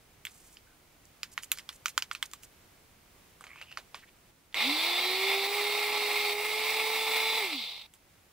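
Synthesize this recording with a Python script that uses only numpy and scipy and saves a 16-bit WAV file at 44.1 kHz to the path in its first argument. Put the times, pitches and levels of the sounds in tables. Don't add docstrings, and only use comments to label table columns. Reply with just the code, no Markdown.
import sys
import numpy as np
from scipy import signal
from scipy.fft import rfft, irfft, next_fast_len
from scipy.io import wavfile
from scipy.ndimage import uniform_filter1d

SR = 44100
rng = np.random.default_rng(int(sys.argv[2]) if len(sys.argv) > 2 else 0)


def gain_from_decibels(decibels):
    exponent = np.asarray(decibels, float) / 20
    return 10 ** exponent


def generate_wav(signal):
    frames = np.transpose(np.atleast_2d(signal))
    scaled = np.clip(frames, -1, 1) * 32767
    pcm = np.round(scaled).astype(np.int16)
    wavfile.write(sys.argv[1], SR, pcm)


N = 367128
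SIZE = next_fast_len(N + SR)
HZ = np.maximum(np.arange(SIZE // 2 + 1) * SR / SIZE, 1)
T = np.arange(N) / SR
TOP_HZ = 15750
LEFT_RIGHT = np.array([[1], [-1]])


def read(table, hz):
    f, v = np.transpose(table)
    return np.interp(np.log(hz), np.log(f), v)


def shape(x, gain):
    return irfft(rfft(x, SIZE) * gain, SIZE)[..., :N]


def unit(x):
    return x / np.sqrt(np.mean(x ** 2))


def band(lo_hz, hi_hz):
    return 1 / np.sqrt((1 + (lo_hz / HZ) ** 12) * (1 + (HZ / hi_hz) ** 12))


def resonances(table):
    return sum(db / (1 + (2 * (HZ - f) / width) ** 2) for f, width, db in table)


def walk(rate):
    k = int(SR / rate)
    steps = np.repeat(rng.standard_normal(N // k + 1), k)
    return 1.3 * uniform_filter1d(uniform_filter1d(steps, k), k)[:N]


def heard(x, turn_rad, steep, wet_db, t60_s):
    # (frequency [Hz], left minus right [dB])
    ports = [(60, -0.5), (110, -5.5), (200, -4), (380, -3), (700, -3.5), (1290, -5), (2380, -1.5),
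             (4400, -0.5), (8120, -4.0), (15000, -4)]
    t = np.arange(SR // 4) / SR
    tails = rng.standard_normal((2, len(t))) * np.exp(-np.log(1000) * t / t60_s) * (t > .001)
    tails = tails / np.sqrt(np.sum(tails ** 2, 1, keepdims=True))
    reflections = rfft(tails, SIZE) * gain_from_decibels(wet_db) * (HZ / 4000) ** 0.87
    side = LEFT_RIGHT / 2
    late = turn_rad * (HZ / 12000) ** steep
    return shape(x, gain_from_decibels(side * read(ports, HZ)) * (np.exp(-1j * late * side) + reflections))


def hiss():
    # (frequency [Hz], density [dB per Hz])
    colour = [(12, -41.5), (20, -4), (95, -3.5), (233, -9.5), (317, -9.5), (655, -13), (733, -12),
              (819, -13.5), (1650, -16), (1840, -16.5), (2120, -15), (4020, -20), (13400, -23),
              (15800, -21)]
    # (frequency [Hz], left-right likeness [-1 to 1])
    likeness = [(60, 1), (130, 0.84), (290, 0.7), (640, 0.42), (1410, 0.33), (3100, 0.45), (6820, 0.02),
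                (15000, -0.09)]
    level_db, quieter_s, quieter_db = -59.8, 4.31, -3
    alike = np.clip(read(likeness, HZ), -1, 1)
    mid, side = rng.standard_normal((2, N))
    gain = gain_from_decibels(read(colour, HZ))
    shared = shape(mid, gain * np.sqrt(1 + alike))
    apart = LEFT_RIGHT * shape(side, gain * np.sqrt(1 - alike))
    tilt = gain_from_decibels(-LEFT_RIGHT * 0.57)
    return unit(shared + apart) * tilt * gain_from_decibels(level_db + quieter_db * (T > quieter_s) + 0.81 * walk(5.46))


def stick_slip_grit():
    return gain_from_decibels(3.2 * walk(250) + walk(66)) * rng.standard_normal(N)


def slide(grit):
    # (time [s], level [dB rms], centre [Hz])
    squeak = [(3.44, -72, 2050), (3.475, -58, 2150), (3.53, -55, 2200), (3.57, -54, 2450), (3.6, -56, 2550),
              (3.625, -50, 2750), (3.65, -60, 2750), (3.69, -56, 2750), (3.72, -51, 2750),
              (3.765, -66, 2800)]
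    width_hz = 700
    s, db, hz = np.transpose(squeak)
    centre = np.cos(2 * np.pi * np.cumsum(np.interp(T, s, hz)) / SR)
    patch = shape(grit, 1 / (1 + (2 * HZ / width_hz) ** 2)) * centre
    return unit(patch) * gain_from_decibels(np.interp(T, s, db)) * (T > s[0]) * (T < s[-1])


def scrapes(grit):
    # (start [s], length [s], level [dB rms], centre [Hz], width [Hz])
    rubs = [(0.24, .367, -61.5, 6850, 6240), (0.655, .1, -69, 1500, 300), (1.312, .034, -54.5, 5700, 7000),
            (1.417, .038, -49.5, 5000, 8000), (1.542, .072, -53, 3500, 5000),
            (1.716, .057, -56, 6760, 7000), (1.877, .04, -50, 5000, 7000), (2.127, .014, -48.5, 7000, 5000),
            (2.253, .012, -47.5, 5700, 6000), (2.422, .036, -53.5, 6240, 6000),
            (3.454, .116, -66, 1170, 300), (3.685, .07, -66, 4800, 1200), (3.96, .072, -61, 2500, 3000),
            (4.02, .031, -57, 1800, 700), (4.07, .03, -62.5, 2300, 1500)]
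    out = np.zeros(N)
    for start, length, db, hz, width_hz in rubs:
        i, n = int(start * SR), int(length * SR)
        f = np.arange(n // 2 + 1) * SR / n
        patch = f / hz / (1 + (2 * (f - hz) / width_hz) ** 2)
        rub = irfft(rfft(grit[i:i + n]) * patch, n)
        out[i:i + n] += gain_from_decibels(db) * unit(rub) * signal.windows.tukey(n, .5)
    return out


def blows():
    # (time [s], peak [dB], strongest ring [Hz], upper rings [dB], treble rings [dB])
    strikes = [(0.252, -21, 3000, -11.5, -2), (0.269, -24, 3000, -19.5, -10.5), (0.57, -36, 2720, 4.5, -24),
               (1.054, -42, 1390, 10, 18), (1.232, -17.5, 3160, -3, -11.5), (1.378, -16.5, 2420, -22, -14),
               (1.434, -27, 2950, -6, 4.5), (1.517, -9, 3020, -7.5, 2.5), (1.574, -31.5, 2080, -2.5, -1),
               (1.586, -27.5, 2710, -.6, -4), (1.594, -34, 2760, -13, -18), (1.691, -22, 1590, 1.1, -8.5),
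               (1.728, -40, 2430, -7, .1), (1.858, -13, 2340, -5.5, -9), (1.882, -25.5, 3250, -18, -3),
               (1.978, -9, 1600, 1.5, -3.5), (2.023, -15, 2150, 3.5, -8.5), (2.113, -21, 1500, -6.5, -18),
               (2.15, -22.5, 2050, -1.5, -12), (2.227, -13.5, 2360, -10.5, -8.5),
               (2.314, -38, 1530, 10.5, 11), (2.335, -25.5, 1230, -.6, 1.1), (2.434, -36.5, 2680, -8, -1.1),
               (3.409, -35, 1130, -13, -2.1), (3.44, -34, 1150, -9.5, -12), (3.468, -37.5, 1270, -5, -24),
               (3.559, -38, 1660, -9.5, -22), (3.588, -40, 2460, -5, -14), (3.614, -30.5, 2770, -12, -20),
               (3.715, -39, 2680, -4.5, -20.5), (3.773, -22, 1130, -.6, -23), (3.945, -28, 910, -4.5, -21),
               (4.527, -42.5, 2740, -10.5, -19), (4.544, -18, 2150, -8.5, -13),
               (7.938, -40.5, 2970, -13.5, 1.1)]
    # (frequency [Hz], t60 [s], of which a blow's clean ring lasts 0.26)
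    modes = [(520, 0.018), (880, 0.012), (1150, 0.056), (1500, 0.037), (1950, 0.028), (2300, 0.036),
             (2750, 0.03), (3200, 0.038), (3900, 0.015), (4700, 0.033), (5700, 0.02), (6800, 0.03),
             (7700, 0.036), (9500, 0.018), (11500, 0.016), (14000, 0.017)]
    set_down_s = 3
    hand_tail_db, table_tail_db = -20, -14
    tail_t60_s, tail_s_per_db = .07, .002
    out, t = np.zeros(N + SR), np.arange(SR // 5) / SR
    f, t60 = np.transpose(modes)[:, :, None]
    chance = rng.standard_normal((len(strikes), 3, len(f), 1))
    chatter = rng.standard_normal((len(strikes), len(f), len(t)))
    for (s, db, hz, upper_db, treble_db), (size, detune, turn), rough in zip(strikes, chance, chatter):
        in_hand = s < set_down_s
        spot = [(hz / 4, -38), (hz / 1.7, -6), (hz, 0), (1.3 * hz, -2),
                (4700, upper_db), (8000, treble_db), (15000, treble_db)]
        wave = np.sin(2 * np.pi * f * (1 + .04 * detune) * t + 1.4 * turn)
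        ring = np.exp(-np.log(1000) * t / (.26 * t60))
        shake = 3 * uniform_filter1d(rough, size=12, axis=1) * (1 - np.exp(-t / .002))
        chatter_t60 = (tail_t60_s - tail_s_per_db * db) * (f / 2500) ** -.2
        tail = gain_from_decibels(hand_tail_db if in_hand else table_tail_db) * shake * np.exp(-np.log(1000) * t / chatter_t60)
        rings = gain_from_decibels(read(spot, f) + 3 * size) * wave * (ring + tail)
        hit = np.sum(rings, 0) * (1 - np.exp(-t / 0.00014))
        low_hz = 1000 if in_hand else 450
        hit = signal.sosfilt(signal.butter(4, low_hz, "high", fs=SR, output="sos"), hit)
        i = int(s * SR)
        out[i:i + len(t)] += gain_from_decibels(db) * hit / np.max(np.abs(hit))
    return out[:N]


def motor_levels():
    # (time [s], turns per second [Hz])
    shaft = [(4.545, 130), (4.62, 214), (4.68, 272), (4.74, 304), (4.8, 324), (4.91, 349.5), (5.27, 390),
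             (5.45, 396), (5.55, 411), (5.9, 418.5), (6.35, 414), (6.5, 427), (6.65, 433), (6.95, 439),
             (7.395, 442)]
    # (running level [dB rms], start surge [dB], surge time constant [s], creep [dB per s],
    #  fade after switch-off [dB per s], coasting part [dB])
    layers = [(-39.2, 7, .08, 1.4, 80, -15), (-43.4, 7.5, .45, .1, 45, 7), (-41.5, 3, .2, -.1, 65, -9),
              (-42, -2, .1, .3, 65, -15)]
    # (time [s], rattle [dB], whirr [dB], drone [dB], hiss [dB], recovery [s])
    dips = [(5.47, -3, -4, -3, -2, .1), (6.335, -5, -8, -3, -4, .15)]
    coast_s, friction_hz = 1.5, 1200
    spin_up_s = .022
    slack_s, stall_share = .15, .3
    on_s, off_s = shaft[0][0], shaft[-1][0]
    run, coast = np.maximum(T - on_s, 0), np.maximum(T - off_s, 0)
    hz = np.interp(T, *np.transpose(shaft))
    friction = friction_hz / hz
    left = np.maximum((1 + friction) * np.exp(-coast / coast_s) - friction, 1e-3)
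    db, surge_db, surge_s, creep, fade, coast_db = np.transpose(layers)[:, :, None]
    db = db + surge_db * np.exp(-run / surge_s) + creep * (run - coast)
    for s, *depth_db, back_s in dips:
        db = db + np.array(depth_db)[:, None] * (T > s) * np.exp(-(np.maximum(T - s, 0) / back_s) ** 2)
    slack = gain_from_decibels(coast_db) * (1 - np.exp(-coast / slack_s)) * left / (left + stall_share)
    dying = np.hypot(gain_from_decibels(-fade * coast), slack) * (left > 1e-3)
    return hz * left, gain_from_decibels(db) * dying * (1 - np.exp(-run / spin_up_s)), run, coast


def churning(turns, coast):
    knock_per_s = .8
    once = (0.067 + knock_per_s * coast) * np.cos(2 * np.pi * turns)
    swell = 1 + once + 0.12 * np.cos(4 * np.pi * turns)
    return unit(swell * gain_from_decibels(1.36 * walk(300) + 0.56 * walk(40)) * rng.standard_normal(N))


def coupling_knocks(hz, run, coast, on):
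    # (frequency [Hz], width [Hz], gain [dB])
    jar_rings = [(3260, 100, 10), (3520, 90, 14), (3690, 80, 8), (3960, 140, 12), (4130, 100, 7),
                 (4600, 400, 9)]
    share_db, creep_db_s, grip_s, fade_db_s = 5, -1.2, .12, 20
    slip = np.cumsum(hz * (.992 + .001 * walk(20))) / SR
    knocks = sum(gain_from_decibels(2.1 * walk(14)) * np.cos(2 * np.pi * k * slip) for k in range(7, 26))
    knocks = shape(knocks, gain_from_decibels(resonances(jar_rings)) * band(3100, 4800) ** 2)
    share = gain_from_decibels(share_db + creep_db_s * run - fade_db_s * coast) * (1 - np.exp(-run / grip_s))
    return share * knocks / np.std(knocks[on])


def shaft_tones(hz, turns, run, coast):
    # (frequency [Hz], level [dB rms])
    mount = [(130, -88), (215, -54), (245, -44.5), (280, -37.5), (307, -41.5), (325, -51), (352, -46),
             (375, -40.5), (392, -37), (415, -40), (440, -41.5)]
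    # (multiple of shaft speed, peak [dB])
    overtones = [(2, -40.5), (3, -51), (4, -57.5), (5, -42), (6, -50), (7, -68), (8, -55), (9, -49)]
    fade_db_s = 25
    speed_db = 130 * np.log10(np.minimum(hz / 408, 1))
    common_db = speed_db - 1.2 * run - 2 * fade_db_s * coast
    whine = sum(gain_from_decibels(db + common_db + 1.9 * walk(14)) * np.sin(2 * np.pi * k * turns) for k, db in overtones)
    hum_level = gain_from_decibels(read(mount, hz) - fade_db_s * coast + 1.25 * walk(26))
    return whine + hum_level * np.sqrt(2) * np.sin(2 * np.pi * turns)


def blender():
    # (frequency [Hz], density [dB per Hz])
    body_colour = [(88, -71), (150, -29.5), (368, -16), (421, -13), (474, -10.5), (553, -15.5), (850, -4),
                   (919, -9.5), (1280, -15.5), (1590, -24.5), (2170, -2), (3140, -5.5), (3810, 0.5),
                   (6320, -28.5), (15800, -24)]
    # (frequency [Hz], width [Hz], gain [dB])
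    jar = [(1020, 24, 7.5), (1150, 44, 6), (1320, 60, 4), (2118, 57, 5.5), (2400, 120, 3), (2720, 92, 6),
           (4074, 170, -2), (5740, 170, 5), (7770, 340, 6.5), (10500, 610, 2)]
    hz, (rattle, whirr, drone, fan), run, coast = motor_levels()
    hz = np.maximum(hz * (1 + .001 * walk(25)), 1)
    turns = np.cumsum(hz) / SR
    on = rattle > 0
    body = gain_from_decibels(read(body_colour, HZ) + resonances(jar))
    churn = churning(turns, coast)
    knocks = coupling_knocks(hz, run, coast, on)
    scattered = rng.standard_normal((2, N))
    whirr_noise = unit(shape(churn + .8 * scattered, body * band(3050, 5900)))
    whirr = whirr * gain_from_decibels(.8 * walk(12)) * (knocks + whirr_noise)
    rattle = rattle * gain_from_decibels(1.2 * walk(14)) * unit(shape(churn, body * band(1500, 2400)))
    drone = drone * gain_from_decibels(.8 * walk(15)) * unit(shape(churn, body * band(200, 1706)))
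    fan = fan * gain_from_decibels(0.7 * walk(9.9)) * unit(shape(churn + 0.62 * scattered, body * band(5500, TOP_HZ)))
    return on * (rattle + whirr + drone + fan + shaft_tones(hz, turns, run, coast))


def scene():
    grit = stick_slip_grit()
    handling = heard(blows() + scrapes(grit) + slide(grit), turn_rad=1.7, steep=0.6, wet_db=-14.5, t60_s=.06)
    handling = handling * gain_from_decibels(-LEFT_RIGHT * 0.3)
    return hiss() + handling + heard(blender(), turn_rad=3.1, steep=2.0, wet_db=-6.5, t60_s=0.05)


def low_pass(x):
    return signal.sosfilt(signal.butter(12, 16830, fs=SR, output="sos"), x)


def record(dry):
    mix = shape(dry, 1. * (HZ < TOP_HZ))
    return low_pass(mix)


dry = scene()
out = record(dry)
generate_wav(out)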